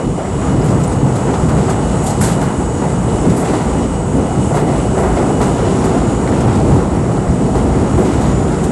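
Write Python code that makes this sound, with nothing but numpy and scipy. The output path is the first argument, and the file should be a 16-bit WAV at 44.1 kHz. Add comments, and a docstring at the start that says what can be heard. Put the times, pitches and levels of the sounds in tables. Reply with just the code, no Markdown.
"""Inside a subway car in a tunnel. From the start, rough rails make the floor boom, the body rumble and
the wheels roar, while the shoe that picks up power hisses on the live rail. The drive's whine settles
in the first second, as a fitting squeaks. Just after 2 s the shoe spits hard; near 3.3 s a hollow panel
bongs. Wheels knock over rail joints all along, hardest around 5 s. Loose metal clinks near 6.3 s, the
floor booms near 7.3 s, and more knocks and spits come around 8 s."""
import sys
import numpy as np
from scipy import signal
from scipy.fft import rfft, irfft, next_fast_len
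from scipy.io import wavfile
from scipy.ndimage import uniform_filter1d

SR = 44100
rng = np.random.default_rng(int(sys.argv[2]) if len(sys.argv) > 2 else 0)


def wav_out(sig):
    """Save sig, one row per channel (or a flat mono array), as 16-bit PCM at SR to the path in sys.argv[1]."""
    wavfile.write(sys.argv[1], SR, np.round(np.clip(np.atleast_2d(sig).T, -1, 1) * 32767).astype(np.int16))


N = 384111

# How loud the ride is: t/s, then level/dB of floor boom, body drone, panel rumble, wheel roar
RIDE_LEVELS = [(0.0, -53, -26, -21, -19.5), (0.07, -16, -14.5, -19.5, -27.5), (0.19, -41, -22, -28.5, -26),
               (0.29, -24, -22.5, -23.5, -26), (0.63, -20.5, -13.5, -16.5, -20.5),
               (1.19, -26, -18.5, -18.5, -21), (1.75, -21.5, -16, -18, -21),
               (2.33, -22.5, -14.5, -19, -20.5), (2.6, -24, -21, -21, -23.5), (3.05, -22, -16, -21, -23),
               (3.25, -20, -19, -20.5, -22.5), (3.42, -27, -19, -17, -20), (4.07, -20, -18.5, -21, -23),
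               (5.34, -21.5, -17.5, -16.5, -20), (6.18, -21, -17.5, -17, -20), (6.72, -18, -13.5, -14, -19),
               (6.89, -16.5, -20, -17.5, -22), (7.25, -25.5, -15.5, -17.5, -20.5),
               (7.28, -11, -12, -22.5, -22.5), (7.35, -22.5, -19, -15, -23), (7.71, -17, -15, -16, -21),
               (8.66, -19.5, -17.5, -16.5, -21), (8.71, -32, -25, -12.5, -21.5)]
# Their colours (how strong each pitch is, from low to high): f/Hz, level/dB
BOOM_COLOUR = [(18, -40), (30, -26), (54, 6), (90, 0.5), (120, -10), (200, -120)]
DRONE_COLOUR = [(53, -32), (90, -4.5), (135, 1.5), (200, -2.5), (260, -22), (440, -120)]
RUMBLE_COLOUR = [(120, -35), (200, -1.5), (274, -0.5), (307, -3), (382, -4), (421, -11.5), (476, -7.5),
                 (500, -12), (650, -67), (1100, -120)]
ROAR_COLOUR = [(260, -20.5), (450, -1.5), (541, -4), (809, -4.5), (1090, -11.5), (1310, -13.5),
               (1690, -22.5), (2600, -32), (3380, -72), (5720, -120)]

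def rolling(bumps):
    """Rough rails shake the floor, the body, the panels and the wheels."""
    boom_db, drone_db, rumble_db, roar_db = over_time(RIDE_LEVELS)
    boom = undb(boom_db) * flutter(BOOM_COLOUR, bumps, bump_db=.1, own_db=.73, rate=4.2, grain_db=.1)
    drone = undb(drone_db) * flutter(DRONE_COLOUR, bumps, bump_db=.21, own_db=.57, rate=4.4, grain_db=.13)
    rumble = undb(rumble_db) * flutter(RUMBLE_COLOUR, bumps, bump_db=1, own_db=.68, rate=12, grain_db=.3)
    roar = undb(roar_db) * flutter(ROAR_COLOUR, bumps, bump_db=.7, own_db=.73, rate=16, grain_db=.84)
    return boom + drone + lull() * (rumble + roar + ringing(rumble_db, roar_db))


# The notes of a panel, the rail and the body: f/Hz, width/Hz
RING_NOTES = [(385, 20.5), (1370, 145), (2000, 210)]

def ringing(rumble_db, roar_db):
    """A panel, the rail and the body ring along with the ride, most of all after a knock."""
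    fade_s = 0.43  # every fade time is the time to fall by 60 dB
    struck = signal.lfilter([1], [1, -undb(-60 / (fade_s * SR))], knock_spikes())
    struck = uniform_filter1d(struck, size=441)  # soften each start
    steady_db = (rumble_db - 12, roar_db - 22, roar_db - 23)
    struck_db = (-22.5, -31.5, -35)  # after a knock of 0 dB
    out = 0
    for db, knock_db, note in zip(steady_db, struck_db, RING_NOTES):
        strength = undb(db + 2 * wander(7.6)) + undb(knock_db) * struck
        out += strength * narrow_noise(*note)
    return out


# Knocks at rail joints: t/s, level/dB, brightness/(dB per octave)
JOINT_KNOCKS = [(0.179, -8.5, -6), (0.248, -15, -7), (0.414, -14.5, 8), (1.055, -20, -3), (1.27, -14, 7),
                (1.485, -9, 2), (1.567, -17, 1), (1.682, -10.5, 7), (2.211, -8, 9), (2.249, -16, 12),
                (2.416, -9, 4.5), (2.816, -8.5, -5), (3.243, -13, 0), (3.419, -11, -4), (3.452, -15, 3),
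                (3.535, -8, -2), (3.599, -15, -3), (4.51, -7.5, -9), (4.545, -4.5, -6), (4.58, -11, -3),
                (4.676, -9, -10), (4.922, -18, -3), (4.972, -3, -5), (5.035, -9.5, 7.5), (5.169, -6, -4),
                (5.404, -4, 2), (5.589, -8.5, -6), (5.647, -15, 0), (5.839, -13.5, 4), (6.279, -19, 6),
                (6.475, -10.5, 2), (7.548, -7, -5), (7.98, -8, -5), (8.184, -10.5, -7), (8.24, -11, -1)]
# The colour of a knock: f/Hz, level/dB
KNOCK_COLOUR = [(300, -2), (500, 5.5), (750, 7.5), (1000, 3), (1400, -4.5), (2200, -21), (4000, -47),
                (6000, -70)]

def knocks():
    """A wheel hits a rail end with a short ping, and the knock rings on in the body and the tunnel."""
    hits = [(s, db, 0.77, tilt_db) for s, db, tilt_db in JOINT_KNOCKS]  # 0.77 s fade
    clatter = bursts(hits, KNOCK_COLOUR, rise_s=0.0012, crest_db=13, snap=0.35)
    t = np.arange(SR // 50) / SR
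    ping = undb(-4.5) * np.exp(-t / 0.0047) * np.sin(2 * np.pi * 720 * t)
    return clatter + signal.fftconvolve(knock_spikes(), ping)[:N]


def knock_spikes():
    """One spike for each knock, as tall as the knock is strong."""
    spikes = np.zeros(N)
    for s, db, _ in JOINT_KNOCKS:
        spikes[int(s * SR)] = undb(db)
    return spikes


def lull(depth_db=-2.5, lead_s=0.13):
    """Weight comes off a wheel as it nears a joint: the volume sags, more before a harder knock."""
    ramp = np.linspace(0, 1, int(lead_s * SR))
    nearness = signal.fftconvolve(knock_spikes(), ramp)[len(ramp) - 1:]
    return undb(depth_db * nearness)


# Thuds of the wheel frame: t/s, level/dB, brightness/(dB per octave)
FRAME_THUDS = [(0.071, -10, 3.5), (0.545, -5, -2), (0.68, -9, -4), (1.028, -0.5, -1.5), (1.429, -0.5, -9),
               (3.264, -0.5, 2), (3.318, -6.5, 1), (3.5, -6, 4), (4.149, -3.5, 5.5), (4.374, -3, -2),
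               (4.62, -4, 3), (5.404, -4, 4), (5.843, -7, 4), (6.45, -5, 0), (6.72, -3.5, -9),
               (7.28, -8, -2), (8, -8, 4), (8.329, -6.5, -7)]
# The colour of a thud: f/Hz, level/dB
THUD_COLOUR = [(60, -19), (130, 7), (250, 0.5), (420, -9.5), (700, -23), (1200, -88)]

def thuds():
    """The frame that holds the wheels bumps into the car body, which rings on."""
    hits = [(s, db, 0.57, tilt_db) for s, db, tilt_db in FRAME_THUDS]  # 0.57 s fade
    return bursts(hits, THUD_COLOUR, rise_s=0.0032, crest_db=8.5, snap=0.5)


# How loud the shoe is: t/s, scrape level/dB, sizzle level/dB
SHOE_LEVELS = [(0.0, -45.5, -42), (0.58, -40.5, -39.5), (1.16, -41.5, -38.5), (2.25, -38.5, -35.5),
               (2.6, -44, -39), (3.27, -42, -38), (3.49, -40, -36.5), (4.0, -42.5, -39), (4.34, -42.5, -38),
               (4.75, -40, -37.5), (5.31, -41.5, -37), (5.6, -35.5, -35.5), (6.11, -41, -38.5),
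               (6.53, -37.5, -36), (6.84, -41.5, -40), (8.03, -42, -40), (8.2, -38.5, -38.5),
               (8.71, -40.5, -37.5)]
# When it spits: t/s, level/dB, fade/s, brightness/(dB per octave)
SHOE_SPITS = [(.635, -28, .4, 2), (.675, -27, 0.32, -2), (.79, -29, .3, 1), (.829, -24, .1, 4),
              (.912, -27, .15, 0), (1.15, -25.5, .25, 0), (1.33, -19.5, 0.22, -7), (1.478, -25, 0.21, -2),
              (1.566, -24, 0.31, -6), (1.69, -20, .15, 0), (2.028, -26, 0.3, 10), (2.057, -16.5, 0.18, 4),
              (2.094, -20, 0.13, 2), (2.203, -13, 0.34, 9), (2.23, -15, 0.23, 2), (2.265, -21, 0.33, 0),
              (2.308, -20, .12, -1), (2.405, -24, 0.35, 1), (3.29, -24, .2, -2), (3.36, -23, .22, 8),
              (3.39, -26, 0.27, 7), (3.435, -21.5, .5, -6.5), (3.475, -25, 0.46, -4),
              (3.525, -25, 0.46, -4), (3.6, -25, 0.45, -6), (4.545, -24, 0.33, 2), (4.56, -16, .3, -11),
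              (4.975, -29, 0.6, 2), (5.16, -21, 0.18, -7), (5.405, -20.5, 0.44, -1), (5.836, -23, 0.12, 8),
              (6.274, -28, .22, -14), (6.398, -23.5, .1, -2), (6.545, -25, .15, -3),
              (7.55, -26.5, 0.23, -1), (7.98, -29, .26, 11), (8.04, -25, 0.5, -3), (8.125, -24, .35, -4),
              (8.204, -24.5, 0.4, -2), (8.245, -24, 0.32, -6), (8.285, -23, .2, -9), (8.63, -22, 0.13, 2)]
# The colours of its three sounds: f/Hz, level/dB
SCRAPE_COLOUR = [(1530, -17), (2600, -1.5), (2890, -2), (3090, -3), (4570, -6.5), (6000, -6), (7800, -23),
                 (13200, -120)]
SIZZLE_COLOUR = [(4500, -15), (6000, -7), (6800, 2), (7800, 4), (8800, -1.5), (10600, -4.5), (11100, -10.5),
                 (11600, -44), (13000, -90)]
SPIT_COLOUR = [(880, 0), (1500, -5.5), (3190, -5.5), (3860, -4), (5580, -6), (7800, 2), (11700, -12.5),
               (15200, -45), (22000, -120)]

def shoe(bumps):
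    """The power shoe scrapes, sizzles and spits as it slides along the live rail."""
    scrape_db, sizzle_db = over_time(SHOE_LEVELS)
    scrape = flutter(SCRAPE_COLOUR, bumps, bump_db=1.23, own_db=.88, rate=15, grain_db=.99)
    sizzle = flutter(SIZZLE_COLOUR, bumps, bump_db=1.15, own_db=.94, rate=18, grain_db=.97)
    spits = bursts(SHOE_SPITS, SPIT_COLOUR, rise_s=0.012, crest_db=7)
    return lull() * undb(scrape_db) * scrape + undb(sizzle_db) * sizzle + spits


# Squeaks of a fitting and bongs of a panel: t/s, level/dB, f/Hz, swell time/s
FITTING_SQUEAKS = [(.880, -25, 9100, 0.004), (.896, -35, 9250, .004), (.906, -34, 9000, .008)]
PANEL_BONGS = [(0.545, -10, 150, .012), (0.585, -9.5, 135, .02), (1.448, -10, 165, .018),
               (1.545, -12, 169, .012), (1.06, -15.5, 290, 0.048), (3.278, -2, 259, 0.0087),
               (3.297, -5, 160.5, 0.011), (4.57, -13, 432, 0.012), (5.42, -12, 417, .02),
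               (5.89, -15, 394, 0.03), (8.0, -9, 371.4, 0.027)]

def squeaks_and_bongs():
    """A loose fitting squeaks and a hollow panel is struck: short tones that swell and fade."""
    t = np.arange(N) / SR
    out = np.zeros(N)
    for s, db, hz, swell_s in [*FITTING_SQUEAKS, *PANEL_BONGS]:
        swell = np.exp(-((t - s) / swell_s) ** 2)
        out += undb(db) * swell * np.sin(2 * np.pi * hz * t)
    return out


# Clinks of loose metal: t/s, level/dB, f/Hz
METAL_CLINKS = [(.613, -36, 5100), (.703, -35, 7000), (.834, -30, 7000), (2.234, -33, 3930),
                (5.689, -41, 4600), (5.842, -35, 4570), (6.274, -25, 1950), (6.276, -38, 4190),
                (6.324, -25, 1850), (7.554, -38, 4100), (8.639, -35, 3000)]

def clinks(fade_s=0.07, width_hz=180):
    """Loose metal is struck and rattles around one note as it dies away."""
    out, t = np.zeros(N + SR), np.arange(SR // 10) / SR
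    for s, db, hz in METAL_CLINKS:
        start = int(s * SR)
        out[start:start + len(t)] += undb(db - 60 * t / fade_s) * narrow_noise(hz, width_hz, len(t))
    return out[:N]


# The tones of the drive: multiple of the switching frequency, multiple of the motor frequency
STRONG_TONES = [(2, 0), (5, -9), (5, -3), (5, 3), (5, 9), (6, -12), (6, -6), (4, 12)]
FAINT_TONES = [(4, -4), (5, -11), (5, 15), (6, 2), (7, -15), (6, 12)]
# How loud the whine is: t/s, then level/dB of each strong tone
WHINE_LEVELS = [(0.0, -50, -52, -56.0, -55, -53, -53.0, -59.0, -60.0),
                (0.35, -49.0, -48, -52.0, -47.0, -44, -54.0, -53.0, -59.0),
                (0.7, -50.0, -48, -56.0, -50.0, -45.0, -53.0, -56.0, -53.0),
                (1.05, -48, -49.0, -55.0, -48.0, -47.0, -45.0, -60.0, -48),
                (1.4, -52, -47, -49.0, -51.0, -45.0, -45, -53.0, -51.0),
                (1.75, -48.0, -50.0, -53.0, -47.0, -46.0, -45.0, -51.0, -50.0),
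                (2.05, -48.0, -43, -51.0, -45, -44.0, -40, -46.0, -49.0),
                (2.35, -48, -54.0, -60.0, -52.0, -49.0, -52.0, -56.0, -52.0),
                (2.7, -50, -44.0, -53.0, -48.0, -45.0, -44.0, -49.0, -55.0),
                (3.05, -48, -49.0, -49.0, -49.0, -46.0, -44.0, -51.0, -50),
                (3.35, -50, -59.0, -57.0, -59.0, -47.0, -53, -54.0, -54.0),
                (3.7, -50.5, -46.0, -59.0, -47, -49.0, -46.0, -45.0, -60.0),
                (4.1, -50.0, -47, -52.0, -51.0, -46.0, -42, -53.0, -52.0),
                (4.5, -49, -60.0, -53.0, -56.0, -51.0, -45.0, -54.0, -53.0),
                (4.85, -46.5, -53.0, -60.0, -51.0, -44, -45.0, -54.0, -50),
                (5.2, -49.0, -51.0, -60.0, -51.0, -44.0, -47.0, -56.0, -51.0),
                (5.5, -46, -43, -54.0, -50.0, -49.0, -47.0, -49.0, -58.0),
                (5.8, -51.0, -49, -57.0, -56.0, -54, -53.0, -57.0, -60.0),
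                (6.1, -50.0, -43.0, -46, -45, -55.0, -48.0, -47.0, -60.0),
                (6.4, -53.0, -50, -53.0, -56.0, -51.0, -51.0, -52.0, -60.0),
                (6.75, -60.0, -60.0, -55.0, -55.0, -51.0, -48.0, -58.0, -60.0),
                (7.1, -54, -51.0, -55.0, -49, -52.0, -55, -60.0, -60.0),
                (7.4, -54.0, -54, -52.0, -55.0, -49, -43, -51.0, -59.0),
                (7.7, -52, -46, -55.0, -56.0, -55.0, -51.0, -49.0, -58.0),
                (8.0, -52, -47, -59.0, -53.0, -49.0, -52.0, -53.0, -57.0),
                (8.35, -51.0, -45.0, -44, -57.0, -50.0, -46.0, -53.0, -60.0),
                (8.7, -57, -51.0, -50, -53.0, -55.0, -47.0, -49.0, -57.0)]

def drive():
    """The electronics that feed the motor whine in many tones, with a thin hiss around the lowest."""
    levels = over_time(WHINE_LEVELS)
    strong = sum(whine(*tone, db, waver_db=1.5) for tone, db in zip(STRONG_TONES, levels))
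    faint = sum(whine(*tone, db=-60, waver_db=3) for tone in FAINT_TONES)
    hiss = undb(levels[0] - 2.5) * narrow_noise(2900, width_hz=120)
    return strong + faint + hiss


def whine(switch_multiple, motor_multiple, db, waver_db):
    """One wavering tone, its pitch set by the switching and by the motor, which speeds up at first."""
    switch_hz, motor_hz = 1464.87, 58.42
    speedup_hz_per_s, speedup_ends_s = 4.6, 0.82
    t = np.arange(N) / SR
    motor_turns = np.cumsum(motor_hz - speedup_hz_per_s * np.maximum(speedup_ends_s - t, 0)) / SR
    turns = switch_multiple * switch_hz * t + motor_multiple * motor_turns
    turns += rng.random() + 0.026 * wander(25)
    return np.sqrt(2) * undb(db + waver_db * wander(14)) * np.sin(2 * np.pi * turns)


def undb(db):
    """Turn decibels into a number to multiply by."""
    return 10 ** (np.asarray(db) / 20)


def over_time(table):
    """Join a table's points with straight lines: one curve for each level column."""
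    times, *levels = np.transpose(table)
    return [np.interp(np.arange(N) / SR, times, level) for level in levels]


def wander(rate):
    """A smooth random curve, roughly between -1 and 1, with `rate` new values a second."""
    hold = int(SR / rate)
    steps = np.repeat(rng.standard_normal(N // hold + 1), hold)
    return 1.3 * uniform_filter1d(uniform_filter1d(steps, hold), hold)[:N]


def paint(noise, colour, tilt_db=0.):
    """Give noise a colour, brighter by tilt_db each octave, at an average strength (rms) of 1."""
    hz, db = np.transpose(colour)
    size = next_fast_len(len(noise))
    octave = np.log2(np.maximum(np.arange(size // 2 + 1) * SR / size, 1))
    gain = undb(np.interp(octave, np.log2(hz), db, left=-240) + tilt_db * octave)
    painted = irfft(rfft(noise, size) * gain, size)[:len(noise)]
    return painted / np.sqrt(np.mean(painted ** 2))


def flutter(colour, bumps, bump_db, own_db, rate, grain_db):
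    """Grainy noise whose half-octave bands flicker partly with the track bumps, partly on their own."""
    grains = rng.standard_normal(N) * undb(grain_db * wander(400))
    size = next_fast_len(N)
    spectrum = rfft(paint(grains, colour), size)
    half_octave = 2 * np.log2(np.maximum(np.arange(len(spectrum)) * SR / size, 1))
    lowest, highest = int(2 * np.log2(colour[0][0])), int(2 * np.log2(colour[-1][0]))
    out = 0
    for centre in range(lowest, highest + 2):
        band = irfft(spectrum * np.clip(1 - abs(half_octave - centre), 0, 1), size)[:N]
        out += band * undb(bump_db * bumps + own_db * wander(rate))
    return out / np.sqrt(np.mean(out ** 2))


def bursts(rows, colour, rise_s, crest_db, snap=0.):
    """Puffs of noise that rise and die away, turned down by crest_db to allow for their peaks."""
    out, t = np.zeros(N + SR), np.arange(SR // 2) / SR
    for s, db, fade_s, tilt_db in rows:
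        shape = np.minimum(t / rise_s, 1) * undb(-60 * np.maximum(t - rise_s, 0) / fade_s)
        shape *= 1 + snap * np.exp(-t / 0.0077)  # a hard first contact
        noise = paint(rng.standard_normal(len(t)), colour, tilt_db)
        start = int(s * SR)
        out[start:start + len(t)] += undb(db - crest_db) * shape * noise
    return out[:N]


def narrow_noise(hz, width_hz, samples=N):
    """Noise that rings around one pitch, at an average strength of 1."""
    noise = signal.lfilter(*signal.iirpeak(hz, hz / width_hz, SR), rng.standard_normal(samples))
    return noise / np.sqrt(np.mean(noise ** 2))


def scene():
    """Everything at one microphone; the same track bumps shake the wheels and the shoe."""
    bumps = wander(15)
    fittings = squeaks_and_bongs() + clinks()
    return (rolling(bumps) + knocks() + thuds() + shoe(bumps) + drive() + fittings)[None]


def record(dry, top_hz=11800):
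    """The microphone rounds off the loudest peaks, and the highest treble is cut."""
    rounded = np.tanh(0.96 * dry) / 0.93
    return signal.sosfilt(signal.ellip(10, .2, 80, top_hz, fs=SR, output="sos"), rounded)


dry = scene()
out = record(dry)
wav_out(out)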